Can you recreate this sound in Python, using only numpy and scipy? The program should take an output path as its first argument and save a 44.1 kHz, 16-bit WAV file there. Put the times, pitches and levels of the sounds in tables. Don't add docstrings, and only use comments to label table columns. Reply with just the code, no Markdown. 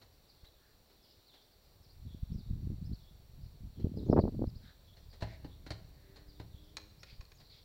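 import sys
import numpy as np
from scipy import signal
from scipy.fft import rfft, irfft, next_fast_len
from scipy.io import wavfile
from scipy.ndimage import uniform_filter1d

SR = 44100
rng = np.random.default_rng(int(sys.argv[2]) if len(sys.argv) > 2 else 0)


def digitize_waveform(pressure):
    field = np.atleast_2d(pressure).T
    bounded = np.clip(field, -1, 1)
    quanta = np.round(bounded * 32767).astype(np.int16)
    wavfile.write(sys.argv[1], SR, quanta)


N = 336924
TIME = np.arange(N) / SR

# start_s [s], level_db [dB], hardness_db [dB], rise_s [s], thud_db [dB], thud_tilt_db [dB per octave]
BALL_HITS = [(5.2215, -42.5, -4.5, 0.0008, -31, -1), (5.445, -56, -5, 0.00044, -51, 10.5),
             (5.662, -50, -1.5, 0.0024, -59.5, 11), (5.7051, -42.5, 0.5, 0.00027, -34.5, -5.5),
             (6.397, -53.5, -3, 0.00084, -40, -1)]
# start_s [s], level_db [dB], hardness_db [dB], rise_s [s]
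FRAME_KNOCKS = [(6.769, -42.5, 6, 0.00027), (6.779, -53.5, -13.5, 0.0012), (7.031, -44, 1.5, 0.0031),
                (7.208, -51, 0.5, 0.0022), (7.252, -69, 9, 0.00043), (7.317, -55, 0.5, 0.0019)]


def from_db(db):
    return 10 ** (np.asarray(db) / 20)


def rms_one(x):
    return x / np.sqrt(np.mean(x ** 2) + 1e-20)


def add(out, start_s, sound):
    at = max(round(start_s * SR), 0)
    out[at:at + len(sound)] += sound[:max(N - at, 0)]


def colour(x, spectrum):
    size = next_fast_len(N + SR // 4) * 2
    hz, db = np.transpose(spectrum)
    bins_hz = np.fft.rfftfreq(size, 1 / SR)
    gain = rms_one(from_db(np.interp(np.log(bins_hz + 1), np.log(hz), db)))
    cepstrum = irfft(np.log(gain))
    cepstrum[1:size // 2] *= 2
    cepstrum[size // 2 + 1:] = 0
    return irfft(rfft(x, size) * np.exp(rfft(cepstrum)))[:N]


def drift(rate_hz, size):
    knots = rng.standard_normal(int(size / SR * rate_hz) + 2)
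    return rms_one(np.interp(np.arange(size) * rate_hz / SR, np.arange(len(knots)), knots))


def evened(x, span_s):
    return x / np.sqrt(uniform_filter1d(x ** 2, max(int(span_s * SR), 2)) + 1e-12)


def garden(x, echo_db, tail_db):
    # [dB, before echo_db and the treble cut]
    echoes = [(0.013, -11), (0.03, -18), (.047, -19), (.083, -35)]
    t60_s, build_up_s = 0.76, 0.0051
    t = np.arange(SR) / SR
    fade = from_db(-60 * t / t60_s) * (1 - np.exp(-t / build_up_s))
    scatter = rng.standard_normal(SR) * fade
    response = from_db(tail_db) * scatter / np.linalg.norm(scatter)
    for delay_s, level_db in echoes:
        response[int(delay_s * SR)] += from_db(level_db + echo_db)
    response = signal.sosfilt(signal.butter(2, 6500, fs=SR, output="sos"), response)
    return x + signal.fftconvolve(x, response)[:N]


def ring(hz, db, t60_s, rise_s):
    t = np.arange(int(t60_s * SR)) / SR
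    fade = from_db(db - 60 * t / t60_s) * (1 - np.exp(-t / rise_s))
    return -fade * np.sin(2 * np.pi * hz * t)


def distant_traffic():
    # [dB per Hz, relative]
    spectrum = [(100, -1.5), (200, 1), (400, 3.5), (650, 0), (1100, -7.5), (1800, -16.5), (3000, -22.5),
                (6000, -26.5)]
    return from_db(-72.5) * colour(rng.standard_normal(N), spectrum)


def microphone_hiss():
    # [dB per Hz, relative]
    spectrum = [(2000, -7.5), (3300, -7.5), (4000, -0.5), (4550, 1.5), (5050, -13.5), (5650, -2),
                (6300, -17), (6850, -12), (7300, -9), (8200, -14.5), (11500, -13.5), (13500, -8),
                (15700, -7)]
    return from_db(-70) * colour(rng.standard_normal(N), spectrum)


def airflow():
    # [dB, before the wind's trim]
    breeze = [(0, -61.5), (.17, -69), (1.45, -73.5), (1.75, -64), (3.28, -58), (3.38, -50.5), (3.58, -56.5),
              (3.65, -41.5), (3.72, -57.5), (4.75, -62.5), (5.45, -51), (6, -58.5), (7.1, -60.5),
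              (7.5, -63)]
    # [dB, before the wind's trim]
    gusts = [
        [(1.96, -56.5), (2.07, -45), (2.15, -53), (2.19, -58), (2.27, -58.5), (2.33, -40), (2.45, -52),
         (2.5, -36), (2.56, -37), (2.6, -45), (2.71, -37), (2.78, -46), (2.92, -39.5), (2.98, -57)],
        [(3.76, -51.5), (3.8, -41.5), (3.86, -40), (3.91, -44), (3.945, -39.5), (4.02, -41), (4.08, -37.5),
         (4.13, -26.5), (4.195, -25.5), (4.22, -36), (4.255, -30.5), (4.315, -43.5), (4.42, -32), (4.51, -50.5),
         (4.72, -60.5)],
    ]
    calm_eddy_hz = 63
    gust_eddy_hz, gust_db = [101, 186], -38
    eddy_power = 0.44
    db = np.interp(TIME, *np.transpose(breeze))
    quickness = gust_eddy_hz[0]
    for curve, rate_hz in zip(gusts, gust_eddy_hz):
        curve_db = np.interp(TIME, *np.transpose(curve), left=-np.inf, right=-np.inf)
        quickness = np.where(curve_db > db, rate_hz, quickness)
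        db = np.maximum(db, curve_db)
    return db, np.hypot(calm_eddy_hz, quickness * from_db(eddy_power * (db - gust_db)))


def wind(air_db, eddy_hz, corner_ratio=1.24, steepness=3.95, lumpy_db=3.5, low_cut_hz=26,
         flutter_db=1.05, trim_db=-0.6):
    flutter = np.tanh(drift(120, N))
    corner_hz = corner_ratio * eddy_hz * from_db(lumpy_db * flutter)
    white, out = rng.standard_normal((2, N)), np.zeros(N)
    edges_hz = 20 * 2 ** (np.arange(16) / 2)
    for k, (low, high) in enumerate(zip(edges_hz, edges_hz[1:])):
        band_filter = signal.butter(4, [low, high], "band", fs=SR, output="sos")
        band = signal.sosfilt(band_filter, white[k % 2])
        hz = np.sqrt(low * high)
        treble_fall = 1 + (hz / corner_hz) ** (2 * steepness)
        bass_fall = 1 + (low_cut_hz / hz) ** 4
        out += band / np.sqrt(treble_fall * bass_fall)
    return evened(out, 0.037) * from_db(air_db + flutter_db * flutter + trim_db)


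def contacts():
    # [dB, before echoes and filters]
    steps = [(.014, -61), (.44, -66), (0.897, -68.5), (1.335, -62.5), (3.796, -66.5), (4.966, -63.5),
             (5.128, -60.5), (5.205, -55), (6.158, -58), (7.397, -62.5)]
    step_parts_db, step_t60_s, step_rise_s = [0.5, -1.5, 1.5], 0.14, 0.0038
    ball_parts_db, ball_t60_s = [0.5, -3.5, -1], 0.1
    knock_parts_db, knock_t60_s = [-5, -1, 0.5], 0.032
    harder = np.array([-1, 0, 1])
    rows = [(s, db + np.array(step_parts_db), step_t60_s, step_rise_s) for s, db in steps]
    for s, db, hard_db, rise_s, *_ in BALL_HITS:
        rows.append((s, db + hard_db * harder + ball_parts_db, ball_t60_s, rise_s))
    for s, db, hard_db, rise_s in FRAME_KNOCKS:
        rows.append((s, db + hard_db * harder + knock_parts_db, knock_t60_s, rise_s))
    return rows


def hits(first_click=8.5, grain=0.35):
    # [dB per Hz, relative]
    body = [(100, -24), (200, -4), (350, 0.5), (650, -0.5), (1000, -5), (1500, -40), (3000, -56)]
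    # [dB per Hz, relative]
    slap = [(500, -33), (900, -1.5), (1100, -1), (1400, 1), (1700, 2), (2000, 3), (2450, -2.5), (3000, -1),
            (5000, -34.5)]
    # [dB per Hz, relative]
    snap = [(1800, -44), (3000, -15), (3600, -5.5), (4200, 3.5), (4900, -8), (5700, -12), (6600, -17),
            (9000, -24), (15000, -36.5)]
    out, t = np.zeros(N), np.arange(1, SR // 4) / SR
    for part, spectrum in enumerate((body, slap, snap)):
        force = np.zeros(N)
        for start_s, levels_db, t60_s, rise_s in contacts():
            click_sizes = np.exp(grain * rng.standard_normal(len(t)))
            crush = evened(rng.standard_normal(len(t)) * click_sizes, 0.016)
            crush[SR // 5000] = first_click
            fade = from_db(levels_db[part] - 60 * t / t60_s) * (1 - np.exp(-t / rise_s))
            add(force, start_s, crush * fade)
        out += colour(force, spectrum)
    return out


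def note(length_s, pitches_hz, flutter_db=3.5):
    size = int(length_s * SR)
    u = np.linspace(0, 1, size)
    burr = .8 * min(length_s, .08)
    glide_hz = np.polyval(np.polyfit([0, .5, 1], pitches_hz, 2), u)
    hz = glide_hz * (1 + burr * drift(700, SR // 4)[:size])
    swell = np.sqrt(np.abs(np.sin(np.pi * u))) * from_db(flutter_db * drift(200, SR // 4)[:size])
    return swell * np.sin(2 * np.pi * np.cumsum(hz) / SR)


def calls(rows, notes, spread=0.0243):
    out = np.zeros(N)
    for start_s, hz, db in rows:
        for delay_s, length_s, *ratios, note_db in notes:
            bend = 1 + spread * (2 * rng.random(len(ratios)) - 1)
            add(out, start_s + delay_s, from_db(db + note_db) * note(length_s, hz * np.array(ratios) * bend))
    return out


def sparrows(flock_db=-76, count=48, birds_db=-1.5, near_db=-1.0):
    # [dB, before echoes, trims and filters]
    chirrups = [(.277, 5100, -66.5), (1.02, 5430, -65.5), (1.262, 4700, -63), (1.82, 5510, -69),
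                (2.37, 5050, -63.5), (3.435, 5070, -72.5), (3.96, 4950, -65), (5.094, 5037, -65.5),
                (6.275, 5120, -61.5), (7.37, 5450, -65), (7.49, 4660, -62)]
    cheeps = [(1.02, 3150, -73.5), (1.28, 3580, -67), (2.05, 3600, -68.5), (2.98, 3600, -67.5),
              (3.733, 3410, -71), (4.601, 3910, -67), (4.838, 3610, -66.5), (5.45, 3870, -70.5),
              (6.5, 3650, -67.5), (6.59, 3550, -71), (7.053, 4750, -66), (7.42, 4280, -66.5)]
    chips = [(.445, 3960, -61), (1.09, 5000, -66), (1.41, 5030, -70), (1.5, 4850, -69), (1.885, 4740, -66),
             (2.315, 5370, -64.5), (2.835, 5050, -65), (2.92, 4640, -62), (4.05, 6700, -71),
             (4.088, 5350, -61), (4.18, 4700, -57.5), (4.46, 5100, -64), (4.547, 4880, -59),
             (6.985, 5470, -61), (7.335, 6850, -67)]
    # [dB, relative to the call]
    chirrup_notes = [(0, .048, 1.02, 0.9, 0.7, 2), (.056, .065, .8, .73, .68, -9)]
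    cheep_notes = [(0, .125, 1.11, 0.95, 1, 0)]
    chip_notes = [(0.0014, .046, .72, 1.03, .78, 0)]
    hedges = calls(chirrups, chirrup_notes) + calls(cheeps, cheep_notes)
    for when, length, *pitches in rng.random((count, 5)):
        twitter = note(0.038 + 0.046 * length, 3300 + 2500 * np.array(pitches))
        add(hedges, when * N / SR, from_db(flock_db) * twitter)
    far = garden(hedges, echo_db=4.0, tail_db=-1.0)
    near = garden(calls(chips, chip_notes), echo_db=1.0, tail_db=-7.0)
    birds = from_db(birds_db) * far + from_db(near_db) * near
    return signal.lfilter(*signal.iirpeak(4100, 1.9, fs=SR), birds)


def buffets(air_db, eddy_hz, level_db=-1.5, swiftness=0.51):
    # [Hz, before swiftness]
    strong = [(.437, -48, 79), (2.068, -37.5, 110), (2.148, -36, 170), (2.233, -27, 87), (2.361, -30, 112),
              (2.511, -30, 130), (2.673, -29, 150), (2.704, -32.5, 189), (2.935, -31, 122),
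              (3.438, -40, 69), (3.846, -19, 158), (3.87, -25.5, 231), (3.974, -29, 240), (4.1, -14, 260),
              (4.129, -15.5, 470), (4.175, -26, 650), (4.181, -16.5, 500), (4.192, -16.5, 400),
              (4.24, -20.5, 290), (4.28, -26.5, 440), (4.394, -27, 267), (4.422, -21.5, 324),
              (4.442, -30.5, 460), (4.477, -25, 110), (4.566, -37.5, 80), (5.09, -44, 78), (6.288, -46, 80),
              (6.547, -40, 94), (7.13, -44.5, 89), (7.2, -38, 59.4)]
    eddies_per_s, eddy_peak_db, eddy_spread_db, eddy_speed = 13, 5.5, 5.5, 1.12
    at = np.flatnonzero(rng.random(N) < eddies_per_s / SR)
    peak_db = air_db + eddy_peak_db + eddy_spread_db * (2 * rng.random(N) - 1)
    weak = zip(TIME[at], peak_db[at], eddy_speed * eddy_hz[at])
    out = np.zeros(N)
    for centre_s, db, hz in [*strong, *weak]:
        half = int(3 * SR / hz)
        u = 2 * np.pi * hz * swiftness * np.arange(-half, half) / SR
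        swing = -u / (1 + u * u) ** 2 * np.hanning(2 * half)
        add(out, centre_s - half / SR, from_db(db + level_db) * swing / swing.max())
    return out


def scuffs(width=0.18, overtone_db=-13.0):
    # start_s [s], length_s [s], resonance_hz [Hz],
    # level_db [dB, before echoes and the treble cut], hiss_db [dB above level_db]
    brushes = [(0.548, 0.21, 1670, -76.5, -20), (4.609, 0.13, 1610, -67, -5),
               (5.233, 0.15, 2050, -62.5, -5.5), (5.862, 0.51, 1840, -75, -6),
               (7.044, 0.12, 2370, -66, 1.5), (7.485, 0.14, 2220, -73, 9.5)]
    hiss_filter = signal.butter(3, [3300, 5000], "band", fs=SR, output="sos")
    out = np.zeros(N)
    for start_s, length_s, hz, db, hiss_db in brushes:
        size = int(length_s * SR)
        white = rng.standard_normal(size)
        low = rms_one(signal.lfilter(*signal.iirpeak(hz, 1 / width, fs=SR), white))
        octave = rms_one(signal.lfilter(*signal.iirpeak(2 * hz, 2 / width, fs=SR), white))
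        hiss = rms_one(signal.sosfilt(hiss_filter, rng.standard_normal(size)))
        friction = low + from_db(overtone_db) * octave + from_db(hiss_db) * hiss
        add(out, start_s, from_db(db) * np.sin(np.linspace(0, np.pi, size)) * friction)
    return signal.sosfilt(signal.butter(2, 7000, fs=SR, output="sos"), out)


def thuds(lag_s=0.00389):
    # pitch_hz [Hz], level_db [dB, relative to the thud], t60_s [s]
    modes = [(76, -2.5, 0.14), (109.4, 1, 0.16), (167, -1, 0.073), (270, -4.5, 0.067)]
    lowest_hz = modes[0][0]
    out = np.zeros(N)
    for start_s, *_, thud_db, tilt_db in BALL_HITS:
        for hz, mode_db, t60_s in modes:
            level_db = thud_db + mode_db + tilt_db * np.log2(hz / lowest_hz)
            add(out, start_s + lag_s, ring(hz, level_db, t60_s, rise_s=0.0011))
    return out


def engine(wobble=0.00657, fading_db=4.0, trim_db=-4.5):
    # [dB, before trim_db]
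    course = [(5.3, 88, -74), (5.8, 93, -65), (6.3, 100, -64), (6.8, 103, -63), (7.15, 104, -78)]
    # [dB, relative, before fading]
    harmonics_db = [-8, -4, -8, -13, -14]
    time_s, rate_hz, level_db = np.transpose(course)
    firing_hz = np.interp(TIME, time_s, rate_hz) * (1 + wobble * drift(13, N))
    phase = 2 * np.pi * np.cumsum(firing_hz) / SR
    hum = np.zeros(N)
    for order, db in enumerate(harmonics_db, 2):
        hum += np.sin(order * phase) * from_db(db + fading_db * drift(10, N))
    return hum * np.interp(TIME, time_s, from_db(level_db + trim_db), left=0, right=0)


def frame():
    # pitch_hz [Hz], level_db [dB, relative to the knock], t60_s [s]
    modes = [(1060, -6.5, 0.041), (1670, -6, 0.033), (2456, 0.5, 0.028), (5520, 1.5, 0.018),
             (6600, -0.5, 0.014)]
    out = np.zeros(N)
    for start_s, db, _, rise_s in FRAME_KNOCKS:
        for hz, mode_db, t60_s in modes:
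            add(out, start_s, ring(hz, db + mode_db, t60_s, rise_s))
    return out


def scene():
    play = garden(hits() + frame() + scuffs(), echo_db=-2.0, tail_db=-11.0)
    play += garden(thuds(), echo_db=2.0, tail_db=-11.5)
    town = distant_traffic() + engine()
    air_db, eddy_hz = airflow()
    air = wind(air_db, eddy_hz) + buffets(air_db, eddy_hz)
    return (play + sparrows() + town + air + microphone_hiss())[None]


def record(dry):
    return signal.sosfilt(signal.ellip(10, .2, 70, 15800, fs=SR, output="sos"), dry)


dry = scene()
out = record(dry)
digitize_waveform(out)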